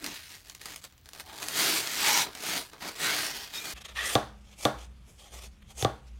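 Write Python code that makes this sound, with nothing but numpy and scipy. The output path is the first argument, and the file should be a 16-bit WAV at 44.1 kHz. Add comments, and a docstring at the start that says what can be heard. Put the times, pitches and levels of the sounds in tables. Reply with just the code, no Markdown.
"""A ceramic vase is worked out of tight polystyrene packing over faint air: foam crackles, rubs, squeals hoarsely.
Slips are random grains in coloured bands, squeals gliding noise bands, snaps clicks with crunchy tails.
An abrupt change of scene leads to a knife in florist's foam over a low drone in a small room: scrapes, then
rasping breaking cells. The blade knocks on the table top three times, the last a double contact (clicks
into decaying modes); between the second and third a cut-off wedge lands with a soft pat."""
import sys
import numpy as np
from scipy import signal
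from scipy.fft import rfft, irfft
from scipy.io import wavfile

SR = 44100
rng = np.random.default_rng(int(sys.argv[2]) if len(sys.argv) > 2 else 0)


def generate_wav(signal):
    """Clip the signal to [-1, 1] and save it as 16-bit WAV at the path in sys.argv[1]."""
    frames = np.transpose(np.atleast_2d(signal))
    scaled = np.clip(frames, -1, 1) * 32767
    pcm = np.round(scaled).astype(np.int16)
    wavfile.write(sys.argv[1], SR, pcm)


N = 272979
TIME = np.arange(N) / SR


def from_db(db):
    """Decibels to gain."""
    return 10 ** (np.asarray(db) / 20)


def rms_one(x):
    """Scale to unit power."""
    return x / np.sqrt(np.mean(x ** 2) + 1e-20)


def band(x, low_hz, high_hz, order=3):
    """Butterworth band-pass."""
    sos = signal.butter(order, [low_hz, high_hz], "band", fs=SR, output="sos")
    return signal.sosfilt(sos, x + 1e-18)


def drift(rate_hz):
    """Slow random wander of unit rms: noise through two equal poles, computed at SR / 20."""
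    r = np.exp(-40 * np.pi * rate_hz / SR)
    noise = rng.standard_normal(N // 20 + 2002)
    slow = signal.lfilter([1], [1, -2 * r, r * r], noise)[2000:]   # drop the settling
    return np.interp(np.arange(N) / 20, np.arange(len(slow)), rms_one(slow))


def coloured(x, spectrum, size=8192):
    """Causal (minimum-phase) filter with the given spectrum shape and unit energy."""
    hz, db = np.transpose(spectrum)
    grid_hz = np.maximum(np.fft.rfftfreq(size, 1 / SR), 1)
    gain = from_db(np.interp(np.log(grid_hz), np.log(hz), db))
    cepstrum = irfft(np.log(gain))
    response = irfft(np.exp(rfft(2 * cepstrum[:size // 2], size)))
    return signal.fftconvolve(x, response / np.linalg.norm(response))[:N]


def ring(clicks, hz, t60_s):
    """A unit click sets a decaying sine of height 1 ringing."""
    r, w = from_db(-60 / (t60_s * SR)), 2 * np.pi * hz / SR
    return signal.lfilter([0, np.sin(w)], [1, -2 * r * np.cos(w), r * r], clicks + 1e-18)


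def resonate(x, hz, width_hz):
    """Two-pole resonance with gain 1 on top."""
    r = np.exp(-np.pi * width_hz / SR)
    zeros = np.array([1, 0, -1]) * (1 - r * r) / 2
    return signal.lfilter(zeros, [1, -2 * r * np.cos(2 * np.pi * hz / SR), r * r], x)


def clicks_at(times_s, db):
    """One single-sample click for each contact."""
    out = np.zeros(N)
    out[np.round(np.asarray(times_s) * SR).astype(int)] = from_db(db)
    return out


def scatter(x, t60_s, rise_s):
    """Spread a sound into a dense, dying cloud of echoes of the same energy."""
    t = TIME[:SR // 2]
    cloud = rng.standard_normal(len(t)) * from_db(-60 * t / t60_s) * (1 - np.exp(-t / rise_s))
    return signal.fftconvolve(x, cloud / np.linalg.norm(cloud))[:N]


def grains(per_s, spread_db):
    """Tiny slips of uneven size at random moments; even power whatever their rate."""
    chance = np.clip(per_s / SR, 1e-4, 1)
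    sizes = from_db(spread_db * np.minimum(rng.exponential(1, N), 4))
    signed = sizes * rng.choice([-1, 1], N)
    return rms_one(signed * (rng.random(N) < chance) / np.sqrt(chance))


def crunch(clicks, t60_s):
    """Every slip sheds a brief burst of noise of its own, with the slip's energy."""
    r = from_db(-120 / (t60_s * SR))   # decay of power
    power = signal.lfilter([1 - r], [1, -r], clicks ** 2 + 1e-18)
    return np.sqrt(power) * rng.standard_normal(N)


def wandering(x, depth, rate_hz, count=16):
    """The contact patch moves, so small resonances of the foam come and go."""
    centres_hz = np.geomspace(800, 11000, count)
    return x + depth * sum(drift(rate_hz) * resonate(x, hz, hz / 16) for hz in centres_hz)


def stroke(start_s, end_s, start_db, end_db, attack_s, release_s):
    """Gain of one movement: builds, slides with changing force, dies; attack and release span 20 dB."""
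    outside = np.maximum(start_s - TIME, 0) / attack_s + np.maximum(TIME - end_s, 0) / release_s
    return from_db(np.interp(TIME, [start_s, end_s], [start_db, end_db]) - 20 * outside)


def together(strokes, resting_db, offsets_db=0):
    """Overlapping movements and the resting contact add in power."""
    gains = np.array(strokes).T * from_db(offsets_db)
    return np.sqrt(np.sum(gains ** 2, axis=1) + from_db(resting_db) ** 2)


def air():
    """Faint steady air by the packing: coloured noise."""
    # air spectrum shape: hz, relative_db
    air_colour = [(15, -46), (25, -8.5), (76, -2.5), (451, -26.5), (1040, -29), (1190, -27), (4250, -28),
                  (7510, -39), (10700, -42), (16000, -30)]
    return from_db(-59.5) * coloured(rng.standard_normal(N), air_colour)


def packing():
    """Beads stick and slip on the glaze: lone crackles when slow, a dense rasp when pulled hard."""
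    # pulls and shifts of the vase: start_s, end_s, start_db, end_db, attack_s, release_s,
    # body_db (re rasp), hiss_db (re rasp, before its trim)
    pull_table = [(0.054, 0.125, -42.5, -44.5, 0.085, 0.076, -6.5, -3),
                  (.16, 0.266, -43, -51, 0.16, 0.2, -17.5, -4),
                  (0.308, 0.347, -50.5, -48.5, 0.091, 0.094, -13, -0.5),
                  (0.478, 0.567, -55, -58, .1, 0.051, -7.5, -1.5),
                  (0.619, 0.73, -49.5, -47, .03, 0.13, -8.5, -2),
                  (0.839, 0.852, -48, -51, 0.014, 0.04, -9, -1.5),
                  (1.068, 1.162, -64.5, -54.5, .02, 0.11, -4.5, -2),
                  (1.264, 1.399, -52.5, -48, 0.037, 0.062, -4, -2.5),
                  (1.197, 1.206, -47, -44, 0.029, 0.026, -6, -1),
                  (1.423, 1.523, -41, -49, 0.035, 0.13, -5, -1),
                  (1.591, 1.778, -27, -29, 0.12, 0.12, -11, -1),
                  (1.852, 1.93, -54.5, -54.5, 0.11, 0.053, 6, -23),
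                  (2.075, 2.222, -25, -27.5, 0.31, 0.045, -13, -2.5),
                  (2.271, 2.345, -46, -61.5, 0.09, 0.04, 2.5, -21),
                  (2.477, 2.573, -33.5, -33.5, 0.15, 0.095, -6, -2.5),
                  (2.736, 2.731, -53.5, -54, 0.023, .09, 2, -8),
                  (2.816, 2.892, -41, -40, 0.029, 0.062, -2.5, -5),
                  (3.034, 3.142, -30, -31.5, 0.092, 0.074, -8, -4.5),
                  (3.184, 3.441, -31.5, -43, 0.18, 0.15, -10.5, -4),
                  (3.549, 3.575, -39, -39, 0.041, 0.13, -10.5, -1),
                  (3.655, 3.721, -42, -39, 0.089, 0.044, -6.5, -0.5)]
    # rubbed foam spectrum shape: hz, relative_db
    rub_colour = [(53, -53), (90, -46), (125, -12.5), (230, -8.5), (385, -6.5), (532, -11.5), (661, -5.5),
                  (769, -7), (896, -5), (1020, -4), (1290, -2.5), (1470, 0), (2900, -3.5), (6440, -0.5),
                  (11000, -11.5), (14400, -12), (16000, -19.5)]
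    resting_db = -75   # the vase never lies quite still in the foam
    firm_slips_per_s, firm_pull_db = 3200, -40.5   # slip rate grows with the pull
    crackles_per_s, crackle_db, crackle_spread_db = 130, -10, 2   # coarser slips, dB re rasp

    pulls = [stroke(*row[:6]) for row in pull_table]
    body_db, hiss_db = np.transpose(pull_table)[6:]
    rasp_gain = together(pulls, resting_db)
    rasp_db = 20 * np.log10(rasp_gain)
    slips = grains(firm_slips_per_s * from_db(rasp_db - firm_pull_db), spread_db=1.5)
    # light contact moves in jerks, a firm pull slides more evenly
    jerk_db = np.clip(2.12 - 0.035 * (rasp_db + 60.5), 0, 4)
    slips = slips * from_db(jerk_db * drift(118) - jerk_db ** 2 / 9)   # last term evens mean power
    slips = slips + crunch(slips, t60_s=0.009) + from_db(-5) * crunch(slips, t60_s=0.05)
    foam = coloured(wandering(slips, depth=0.39, rate_hz=4.2), rub_colour)

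    body = together(pulls, resting_db - 8, body_db) * rms_one(band(foam, 109, 977))
    hiss = together(pulls, resting_db + 4, hiss_db + 1.07) * rms_one(band(foam, 5630, 18800))
    coarse = crunch(grains(crackles_per_s, crackle_spread_db), t60_s=0.0093)
    crackle = from_db(crackle_db) * rms_one(band(coarse, 1200, 12000, order=1))
    rasp = from_db(0.5) * rms_one(band(foam, 1700, 5670, order=2))
    return body + rasp_gain * (rasp + crackle) + hiss


def squeals():
    """Gripping foam slips in a ragged rhythm for moments: a narrow noise band that glides."""
    # groans and squeals: start_s, end_s, start_hz, end_hz, width_hz, level_db
    squeal_table = [(0.009, 0.145, 295.4, 275.3, 176, -48), (1.236, 1.407, 789, 858, 249, -54.5),
                    (1.553, 1.822, 354, 375.6, 128, -43), (2.02, 2.258, 865, 935, 253, -34.5),
                    (2.055, 2.25, 5620, 5810, 910, -33.5), (3.028, 3.138, 1400, 1540, 160, -36),
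                    (3.07, 3.151, 1965, 2330, 250, -36), (3.53, 3.61, 3720, 3680, 140, -40.5),
                    (3.54, 3.595, 5050, 5300, 250, -43), (3.524, 3.726, 2410, 2450, 120, -47),
                    (3.64, 3.734, 4380, 4600, 300, -46), (3.983, 4.014, 1830, 1940, 60, -30.5),
                    (4.022, 4.122, 1950, 2007, 90, -39.5)]
    out = np.zeros(N)
    for start_s, end_s, start_hz, end_hz, width_hz, db in squeal_table:
        pitch_hz = np.interp(TIME, [start_s, end_s], [start_hz, end_hz])
        phase = 2 * np.pi * np.cumsum(pitch_hz) / SR
        progress = np.clip((TIME - start_s) / (end_s - start_s), 0, 1)
        swell = np.sqrt(np.abs(np.sin(np.pi * progress)))
        ragged = drift(width_hz / 2) * np.cos(phase) + drift(width_hz / 2) * np.sin(phase)
        out += from_db(db) * swell * ragged
    return out


def snaps():
    """A bead lets go with a sharp tick and brief crunch; the box answers the loudest lower down."""
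    # loudest beads snapping free, before the gains below: time_s, tick_db, body_db (re tick)
    snap_table = [(0.0429, -13, -15), (0.0631, -12.5, -28), (0.4976, -20, -37), (0.5496, -22.5, -40),
                  (0.6151, -23, -27), (0.657, -15.5, -18), (0.7605, -17.5, -35), (0.841, -23, -15),
                  (0.924, -38, -11), (0.9792, -38, -23), (1.058, -28.5, -16), (1.0894, -24.5, -31),
                  (1.1336, -24, -19), (1.1494, -27.5, -12), (1.186, -32, -11), (1.198, -21, -18),
                  (1.3787, -22, -27), (1.4282, -14, -24), (1.4848, -9.5, -25), (1.8734, -12.5, -15),
                  (2.351, -20.5, -13), (2.384, -27, -22), (2.7328, -29.5, -5.5), (2.808, -29, -22)]
    tick_gain_db, box_gain_db = 4, 23
    small_per_s, small_db, small_spread_db = 14, -49, 8   # levels before tick gain

    time_s, tick_db, body_db = np.transpose(snap_table)
    small_sizes = from_db(small_db + small_spread_db * rng.standard_normal(N))
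    ticks = clicks_at(time_s, tick_db) + (rng.random(N) < small_per_s / SR) * small_sizes
    tails = from_db(3.5) * crunch(ticks, t60_s=0.0088) + crunch(ticks, t60_s=0.029)
    crack = band(tails, 1700, 6800, order=1)
    box = band(crunch(clicks_at(time_s, tick_db + body_db), t60_s=0.094), 240, 1760, order=2)
    return from_db(tick_gain_db) * crack + from_db(box_gain_db) * box


def drone():
    """Wavering low drone at the table: coloured noise plus noise through narrow resonances."""
    # drone spectrum shape: hz, relative_db
    drone_colour = [(18, -27), (30, -5.5), (64, 0.5), (100, -7), (149, -13), (199, -9), (266, -20.5),
                    (311, -22), (822, -34.5), (988, -29.5), (3140, -32.5), (3980, -46), (8740, -44.5),
                    (14400, -55), (16000, -57)]
    out = from_db(-56.5) * coloured(rng.standard_normal(N), drone_colour)
    for hz, width_hz, db in [(59.7, 7.2, -52), (129.7, 4.7, -67.5), (207.4, 8, -69)]:
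        once = resonate(rng.standard_normal(N), hz, width_hz)
        out += from_db(db) * rms_one(resonate(once, hz, width_hz))
    return out


def slicing():
    """Countless brittle cells break under the blade; in the first stroke its chatter rings the block."""
    # blade pushes: start_s, end_s, start_db, end_db (before hiss gain), fizz_db (re push)
    cut_table = [(3.968, 4.053, -47.5, -44, -0.5), (4.058, 4.143, -43.5, -42, 7),
                 (4.45, 4.535, -72, -59.5, -5), (4.59, 4.655, -56, -44, 2.5),
                 (4.787, 4.85, -54.5, -56.5, -6), (5.085, 5.188, -70.5, -80, 7.5),
                 (5.196, 5.279, -60, -58.5, -2), (5.328, 5.391, -52, -51, -2),
                 (5.421, 5.457, -51, -51, -1.5), (5.71, 5.709, -54, -56, 0), (5.78, 5.828, -49, -42.5, 2),
                 (6.074, 6.085, -65, -63, -8)]
    # cut foam spectrum shape: hz, relative_db
    cut_colour = [(180, -37), (300, -6), (494, -2), (842, -3), (978, -11), (1250, -5), (1560, -14.5),
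                  (2480, -3.5), (2880, -6), (3350, -2), (3950, -8), (6410, -7.5), (9390, -12), (14500, -21),
                  (16000, -31)]
    # block resonances: hz, width_hz, relative_db
    block_modes = [(630, 470, -23), (1160, 76, -1.5), (1795, 170, -1), (2550, 410, -6), (3490, 500, -5.5)]
    # short edge scrapes, before the mix gains: time_s, half_length_s, level_db
    scrape_table = [(3.774, 0.013, -43.5), (3.818, 0.007, -44.5), (3.857, 0.0075, -38.5),
                    (3.894, 0.01, -44.5), (3.919, 0.009, -51.5), (5.626, 0.0034, -54.5)]
    attack_s, release_s = 0.032, 0.035   # per 20 dB
    resting_db = -73.5   # the blade creeps between pushes; before hiss gain

    pushes = [stroke(*row[:4], attack_s, release_s) for row in cut_table]
    fizz_db = np.transpose(cut_table)[4]
    cells = grains(14000, spread_db=-3.5) * from_db(1.45 * drift(45))
    cells = cells + from_db(4) * crunch(cells, t60_s=0.0067)
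    foam = coloured(wandering(cells, depth=0.63, rate_hz=9.1), cut_colour)
    hiss = from_db(3) * together(pushes, resting_db) * rms_one(band(foam, 300, 5700))
    fizz = together(pushes, resting_db - 3.5, fizz_db) * rms_one(band(foam, 6760, 19845))

    chatter = grains(3000, spread_db=-0.5)
    block = np.zeros(N)
    for k, (hz, width_hz, db) in enumerate(block_modes):
        block += (-1) ** k * from_db(db) * resonate(chatter, hz, width_hz)
    block = rms_one(block)
    # first bite into the block, until the blade reaches the table
    bite = stroke(start_s=3.963, end_s=4.115, start_db=-34, end_db=-37.5, attack_s=0.011, release_s=0.11)
    scrape_gain = sum(from_db(db) * np.exp(-((TIME - time_s) / half_s) ** 2 / 2)
                      for time_s, half_s, db in scrape_table)
    scrapes = scrape_gain * from_db(-5.5) * (block + rms_one(foam))
    return hiss + fizz + bite * block + scrapes


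def knocks():
    """The steel clicks first; then the table gives under the blow, thumps and rings on."""
    # blade meeting the table, drive levels: time_s, click_db, thump_db, ring_db, thud_db, tone_hz
    knock_table = [(4.1536, -8, -9, -23.5, -21, 620), (4.6528, -9, -11, -23, -29, 507),
                   (5.8257, -19, -19, -56, -22.5, 1100), (5.8477, -15, -8.5, -29.5, -18, 810)]
    # blade modes: hz, relative_db, t60_s
    blade_modes = [(2370, -6, 0.002), (3550, -1.5, 0.0083), (4180, -1, 0.0024), (5900, -10, 0.0054),
                   (8100, -15, 0.006)]
    # table top modes: hz, relative_db, t60_s
    table_modes = [(130.9, -3.5, 0.35), (214.4, -4.5, 0.22), (307.2, 3.5, 0.12), (403, 0, 0.1),
                   (487.5, -1, 0.19), (580, -4.5, .15), (628, -3, 0.19), (702, 0, 0.15), (744, -9.5, 0.28),
                   (821, -4, 0.3), (930, -15.5, 0.35), (1062, -4, 0.16), (1100, -7, 0.28), (1162, 7, 0.088),
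                   (1264, -6.5, 0.1), (1410, -9, .2), (1660, -4, 0.08)]
    table_delay_s = 0.00144

    time_s, click_db, thump_db, ring_db, thud_db, tone_hz = np.transpose(knock_table)
    steel = clicks_at(time_s, click_db)
    click = sum(from_db(db) * ring(steel, hz, t60_s) for hz, db, t60_s in blade_modes)
    pressed_s = time_s + table_delay_s
    push = clicks_at(pressed_s, thump_db)
    thump = band(ring(push, 398, 0.016) - from_db(-8) * ring(push, 780, 0.056), 160, 1600, order=1)
    thud = ring(clicks_at(pressed_s, thud_db), 119.3, 0.12)

    # each blow lands on a new spot and favours the modes near its own tone
    luck_db = 1.5 * rng.standard_normal((len(time_s), len(table_modes)))
    top = np.zeros(N)
    for k, (hz, db, t60_s) in enumerate(table_modes):
        strength_db = ring_db + db + luck_db[:, k] - 3 * np.abs(np.log2(hz / tone_hz))
        top += (-1) ** k * ring(clicks_at(pressed_s, strength_db), hz, t60_s)
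    # the many weaker modes blur into a rattle
    rattle = 50 * band(crunch(clicks_at(pressed_s, ring_db), t60_s=0.35), 370, 1650, order=4)
    wood = band(thump + thud + top, 75, 5000, order=2)

    # the contact cracks, and its treble lingers in the room
    crack = band(crunch(clicks_at(time_s, click_db - 1.5), t60_s=0.0031), 3000, 12000, order=1)
    lingering = band(crunch(clicks_at(time_s, click_db + 3), t60_s=0.33), 2300, 5500, order=1)
    scattered = from_db(-12) * scatter(click, t60_s=0.035, rise_s=0.0026)
    return click + crack + lingering + wood + rattle + scattered


def falling_slice():
    """The cut-off wedge lands with a soft, dull pat: one low noise burst."""
    land_s = 5.075
    return from_db(-13) * band(crunch(clicks_at([land_s], 0), t60_s=0.37), 170, 640, order=2)


def scene():
    """First the unpacking, then the cutting, each in a small room."""
    change_s, crossfade_s = 3.738, 0.0041
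    at_table = np.clip((TIME - change_s) / crossfade_s + 0.5, 0, 1)
    vase = packing() + snaps()
    vase_room = from_db(-10) * scatter(vase, t60_s=0.094, rise_s=0.0078)
    unpacking = vase + vase_room + air()
    knock = knocks()
    knock_room = from_db(-14.5) * scatter(knock, t60_s=0.35, rise_s=0.0062)
    cutting = slicing() + falling_slice() + knock + knock_room + drone()
    # squeals occur in both scenes
    return ((1 - at_table) * unpacking + at_table * cutting + squeals())[None]


def record(dry):
    """Peaks are rounded by tanh and the top is cut steeply by an elliptic low-pass."""
    ceiling, cutoff_hz = 0.55, 16100
    rounded = ceiling * np.tanh(dry / ceiling)
    low_pass = signal.ellip(12, 0.1, 80, cutoff_hz, fs=SR, output="sos")
    return signal.sosfilt(low_pass, rounded)


dry = scene()
out = record(dry)
generate_wav(out)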